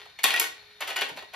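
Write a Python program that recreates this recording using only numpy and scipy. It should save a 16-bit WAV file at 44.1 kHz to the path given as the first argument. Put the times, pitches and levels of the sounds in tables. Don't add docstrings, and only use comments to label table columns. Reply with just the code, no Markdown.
import sys
import numpy as np
from scipy import signal
from scipy.fft import rfft, irfft, next_fast_len
from scipy.io import wavfile

SR = 44100
rng = np.random.default_rng(int(sys.argv[2]) if len(sys.argv) > 2 else 0)


def unload_audio(sound):
    columns = np.transpose(np.atleast_2d(sound))
    steps = np.round(np.clip(columns, -1, 1) * 32767)
    wavfile.write(sys.argv[1], SR, steps.astype(np.int16))


N = 59535


def amp(db):
    return 10 ** (np.asarray(db) / 20)


def unit(x):
    return x / np.sqrt(np.mean(x ** 2) + 1e-20)


def along(points, hz):
    f, v = np.transpose(points)
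    return np.interp(np.log(hz + 1), np.log(f + 1), v)


def curve(rows):
    return np.interp(np.arange(N) / SR, *np.transpose(rows))


def filtered(x, response):
    n = x.shape[-1]
    m = next_fast_len(n + SR // 4)
    spectrum = rfft(x, m) * response(np.fft.rfftfreq(m, 1 / SR))
    return irfft(spectrum, m)[..., :n]


def causal(gain):
    cepstrum = irfft(np.log(gain + 1e-6))
    half = len(cepstrum) // 2
    cepstrum[1:half] *= 2
    cepstrum[half + 1:] = 0
    return np.exp(rfft(cepstrum))


def spread(x, alike):
    def mid_side(hz):
        turn = np.arccos(np.clip(along(alike, hz), -1, 1)) / 2
        return np.array([np.cos(turn), np.sin(turn)])

    mid, side = filtered(x, mid_side)
    return unit(np.array([mid + side, mid - side]))


# nominal pitch in Hz, relative level in dB, t60 in s.
TOWER_MODES = [(329, -4.5, 0.054), (453.4, 0.5, 0.052), (799, -9.5, 0.17), (938, -6.5, 0.11),
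               (1106.7, -3.5, 0.11), (1495, -2, 0.11), (1916, 2.5, 0.16), (2250, 1.5, 0.048),
               (2458, 0, 0.07), (2720, -4.5, 0.07), (2906, -1, 0.07), (3350, 2.5, 0.025), (3660, 1, 0.015),
               (4330, 4.5, 0.015)]
# frequency in Hz, relative gain in dB.
CONTACT_CLICK = [(60, -79), (100, -41.5), (320, -7), (550, -7.5), (830, -4), (1250, -9.5), (1900, -3.5),
                 (3000, -3), (4400, -12), (5500, -17), (7000, -15.5), (8500, -17.5), (11000, -18.5),
                 (13000, -20.5), (15000, -22.5), (16800, -41.5)]
MODE_SCATTER_DB, DETUNE_SHARE = 3, 0.007
FALL_DB, MOST_FALL_DB = 25.5, 7
TREBLE_HZ, LOW_CUT_HZ = 6250, 274
KNOCK_FROM_HZ, KNOCK_TO_HZ = 354, 1180


def plastic(ring_db, knock_db, best_hz):
    t, hz = np.arange(8192) / SR, np.fft.rfftfreq(8192, 1 / SR)
    click = irfft(causal(amp(along(CONTACT_CLICK, hz))))
    luck = rng.standard_normal((len(TOWER_MODES), 2))
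    ring = 0
    for (f, db, t60), (level_luck, pitch_luck) in zip(TOWER_MODES, luck):
        fall_db = min(FALL_DB * np.log2(f / best_hz) ** 2, MOST_FALL_DB)
        decay = amp(db + MODE_SCATTER_DB * level_luck - fall_db - 60 * t / t60)
        ring = ring + decay * np.sin(2 * np.pi * f * (1 + DETUNE_SHARE * pitch_luck) * t)
    both = rfft(unit(click) + amp(ring_db) * unit(ring))
    knock_band = 1 / (1 + (hz / KNOCK_TO_HZ) ** 4) / (1 + (KNOCK_FROM_HZ / (hz + 1)) ** 4)
    low = amp(knock_db * knock_band) / (1 + (LOW_CUT_HZ / (hz + 1)) ** 6)
    high = 1 / (1 + (TREBLE_HZ / (hz + 1)) ** 12)
    body = irfft(both * causal(low * np.sqrt(1 - high)))
    treble = irfft(both * causal(low * np.sqrt(high)))
    return np.array([body, treble]) / np.linalg.norm(body)


# time in s, level in dB.
RATTLE_LEVEL = [(0, -47), (.07, -60), (.13, -90), (.22, -91), (.25, -37), (.335, -31.5), (.37, -35.5),
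                (.45, -39.5), (.5, -59), (.63, -59), (.79, -67), (.82, -35.5), (.86, -45), (.92, -38),
                (.955, -48), (.99, -32.5), (1.05, -49.5), (1.13, -79), (1.2, -48), (1.29, -83),
                (1.35, -39.5)]
TICKS_PER_S, TICK_SCATTER_DB = 1400, 3.5
TICK_RING_DB, TICK_TREBLE_DB, TICK_KNOCK_DB, TICK_RING_HZ = -8.5, -8.5, 0.5, 1840


def rattle():
    out = np.zeros(N)
    for part in range(4):
        chance, sign, size = rng.random((3, N))
        struck = chance < TICKS_PER_S / 4 / SR
        ticks = struck * np.sign(sign - 0.5) * amp(-TICK_SCATTER_DB * np.log(size + 1e-4))
        response = amp([0, TICK_TREBLE_DB]) @ plastic(TICK_RING_DB, TICK_KNOCK_DB, TICK_RING_HZ)
        drive = unit(ticks) / 2 * amp(curve(RATTLE_LEVEL))
        out += signal.fftconvolve(drive, response)[:N]
    return out


# time in s, RMS level in dB.
HUM_LEVEL = [(0, -60), (.1, -69), (.15, -94), (.4, -67.5), (.8, -66), (1.1, -68), (1.2, -75), (1.35, -65)]
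# centre in Hz, width in Hz, relative level in dB.
GEAR_PEAKS = [(1500, 40, -11), (1870, 70, -5), (2220, 30, -4), (2370, 35, -3), (3620, 40, 0),
              (3900, 90, -6), (4310, 45, 0)]
# frequency in Hz, left-right likeness from 0 to 1.
ALIKE = [(60, 1), (345, 0.67), (1000, 0.091), (2400, 0.64), (5500, 0.44), (8200, 1), (10000, 0.97),
         (12000, 1)]
HUM_HZ, DRIFT_RAD, GEARS_DB = 419, 0.006, -56


def motor():
    drift = np.cumsum(rng.standard_normal(N)) * DRIFT_RAD
    tone = np.sin(2 * np.pi * HUM_HZ * np.arange(N) / SR + drift)
    hum = np.sqrt(2) * amp(curve(HUM_LEVEL)) * tone

    def resonances(hz):
        total = 0
        for k, (centre, width, db) in enumerate(GEAR_PEAKS):
            damping = 1j * hz * width
            total = total + (-1) ** k * amp(db) * damping / (centre * centre - hz * hz + damping)
        return total

    whirr = spread(filtered(rng.standard_normal((2, N)), resonances), ALIKE)
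    return hum + amp(GEARS_DB) * whirr


# frequency in Hz, relative gain in dB.
AIR_SPECTRUM = [(15, -48), (25, -16), (90, -2), (190, -10.5), (350, -17), (1000, -8.5), (2300, -9),
                (4400, -9.5), (5300, -13), (8500, -23.5), (11500, -21), (14000, -30), (16000, -51)]
AIR_DB = -60.5


def air():
    noise = filtered(rng.standard_normal((2, N)), lambda hz: amp(along(AIR_SPECTRUM, hz)))
    return amp(AIR_DB) * spread(noise, ALIKE)


# start in s, body level in dB, treble in dB re body, low knock in dB, ring in dB re click,
# strongest ring near Hz, rise in s, chatter t60 in s.
CLACKS = [(0.054, -36, 6, 17, -4, 1810, 0.0035, 0.042), (0.097, -42.5, -4, -8, -8, 1900, 0.0015, 0.022),
          (0.1886, -35, 0.5, -1, -1.5, 2510, 0.00011, 0.096),
          (0.2329, -25.5, 21, -19, 9, 2440, 0.00067, 0.09),
          (0.2388, -11.5, 14, -8.5, -0.5, 3560, 0.00083, 0.044),
          (.243, -18, 0, -2.5, 5.5, 458, 0.001, 0.049), (0.265, -20, -16, -21, -11, 820, 0.0025, 0.057),
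          (0.281, -23.5, -1, -6, -3, 2000, 0.0018, 0.1), (.304, -16, 5.5, -15, 1.5, 2350, 0.00052, 0.035),
          (.317, -20, 0, -16, -3, 2390, 0.00059, 0.019), (0.339, -13.5, 3, -8.5, 3.5, 2120, 0.00031, 0.027),
          (.361, -23.5, 5, -6.5, -2, 775, 0.00047, 0.076), (.374, -18, -2, -0.5, 1.5, 2300, 0.00065, 0.021),
          (0.397, -22, 25, -29, -22, 900, 0.00058, 0.014),
          (.399, -16.5, 11.5, -11, -3.5, 840, 0.00037, 0.023),
          (.411, -19.5, -5, -4, 9.5, 1450, 0.0013, 0.056), (0.44, -19, 7, -6, -5.5, 1600, 0.001, 0.025),
          (.804, -24, 9, 3, -2.5, 2250, 0.0031, 0.062), (.819, -22, 7, -5, 5, 3600, 0.0023, 0.025),
          (.873, -27, 8, -1, -7, 3730, 0.0025, 0.089), (.888, -31.5, 6, 10, -3, 750, 0.00091, 0.09),
          (0.901, -29, 5, -1, -6, 2200, 0.0017, 0.069), (0.9584, -14, 7, -2, 0, 2850, 0.0036, 0.04),
          (0.965, -21, 15.5, 5, 4, 1900, 0.00082, 0.032), (0.986, -25, -11, -8, -9, 2420, 0.0011, 0.029),
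          (1.008, -21.5, 10.5, -8, 3.5, 860, 0.0018, 0.058),
          (1.017, -18, -0.5, 1.5, -0.5, 3360, 0.0009, 0.054),
          (1.028, -31.5, -6, 1, 3.5, 370, 0.0022, 0.057), (1.086, -34, 5, 9.5, -10, 900, 0.0022, 0.098),
          (1.098, -29.5, 8, 13, -11, 930, 0.0043, 0.027), (1.162, -44, 4.5, 3, -11, 2200, 0.0013, 0.1),
          (1.171, -31, -1, 8.5, -10, 2820, 0.0013, 0.066),
          (1.186, -31.5, 2, -0.5, -0.5, 4270, 0.0017, 0.045),
          (1.223, -37.5, -1, 11, -6.5, 960, 0.00054, 0.047),
          (1.334, -34.5, 4.5, 7.5, -1.5, 1000, 0.0012, 0.083),
          (1.340, -32.5, -14, -2, 15, 1940, 0.00085, 0.057)]
SPIKY_DB, TREBLE_LIFE_SHARE = 4, 0.57
BLOW, BLOW_RISE_S = 3.3, 0.0031


def clacks():
    out, t = np.zeros(N + SR), np.arange(SR // 10) / SR
    for start, db, treble_db, knock_db, ring_db, best_hz, rise, t60 in CLACKS:
        rise = max(rise, 1e-4)
        life = max(t60, 0.002) * np.array([[1], [TREBLE_LIFE_SHARE]])
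        unevenness = rng.standard_normal(len(t))
        chatter = unit(unevenness_noise(unevenness))
        shape = (1 - np.exp(-t / rise)) ** 2 * amp(-60 * t / life)
        energy = np.linalg.norm(shape[0])
        chatter *= energy / np.linalg.norm(chatter * shape[0])
        chatter[round(2 * rise * SR)] = BLOW / (1 + (rise / BLOW_RISE_S) ** 2)
        parts = signal.fftconvolve(chatter * shape, plastic(ring_db, knock_db, best_hz), axes=1)
        sound = amp([db, db + treble_db]) @ parts * energy / np.linalg.norm(parts[0])
        out[round(start * SR):][:len(sound)] += sound
    return out[:N]


def unevenness_noise(unevenness):
    return rng.standard_normal(len(unevenness)) * amp(SPIKY_DB * unevenness)


# start in s, level in dB before rise and decay, pitch in Hz.
THUMPS = [(1.114, -37, 165), (1.119, -39, 290), (1.156, -38, 250)]
THUMP_T60_S, THUMP_RISE_S = 0.04, 0.007


def thumps():
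    out, t = np.zeros(N + SR), np.arange(SR // 5) / SR
    for start, db, hz in THUMPS:
        shape = amp(db - 60 * t / THUMP_T60_S) * (1 - np.exp(-t / THUMP_RISE_S))
        out[round(start * SR):][:len(t)] += shape * np.sin(2 * np.pi * hz * t)
    return out[:N]


# frequency in Hz, t60 in s.
WALLS = [(200, 0.4), (1500, 0.33), (5000, 0.35), (14000, 0.19)]
# frequency in Hz, left-right likeness from 0 to 1.
ROOM_ALIKE = [(60, 1), (500, 0), (2300, 0), (5300, 0.47), (8400, 0.97), (10000, 0.69), (12000, 0.98)]
ROOM_DB, ECHO_DELAY_SAMPLES = -3.5, 150


def room(x):
    out, step = np.zeros(x.shape), SR // 10
    for start in range(0, N, step):
        noise = spread(rng.standard_normal((2, SR // 2)), ROOM_ALIKE)
        hz, t, z = signal.stft(noise, SR, nperseg=256)
        decay = amp(-60 * t / along(WALLS, hz)[:, None])
        tail = signal.istft(z * decay, SR, nperseg=256)[1]
        late = np.pad(x[:, start:start + step], ((0, 0), (ECHO_DELAY_SAMPLES, 0)))
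        wet = signal.fftconvolve(late, tail / np.linalg.norm(tail[0]), axes=1)
        out[:, start:][:, :wet.shape[1]] += wet[:, :N - start]
    return out


def scene():
    balls = np.tile(clacks() + rattle() + thumps(), (2, 1))
    return balls + amp(ROOM_DB) * room(balls) + motor() + air()


# frequency in Hz, left lead in radians.
PORT_PHASE = [(0, 0), (345, -.2), (1000, -.2), (1720, 0), (4000, .7), (5900, -1.2), (8000, -2.9),
              (10000, -4.7), (11400, -6.1), (14100, -8.2), (15500, -9.4), (17000, -9.6)]
# frequency in Hz, left over right in dB.
PORT_LEAN = [(300, 2), (1000, -3), (2400, 2.5), (3300, 1), (4800, 4.5), (9000, 0.5)]
TOP_HZ = 16800


def record(dry):
    def ports(hz):
        half_phase = 0.5j * np.interp(hz, *np.transpose(PORT_PHASE))
        half_lean = along(PORT_LEAN, hz) * np.log(10) / 40
        return np.exp((half_phase + half_lean) * [[1], [-1]]) * (hz < TOP_HZ)

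    return filtered(dry, ports)


dry = scene()
out = record(dry)
unload_audio(out)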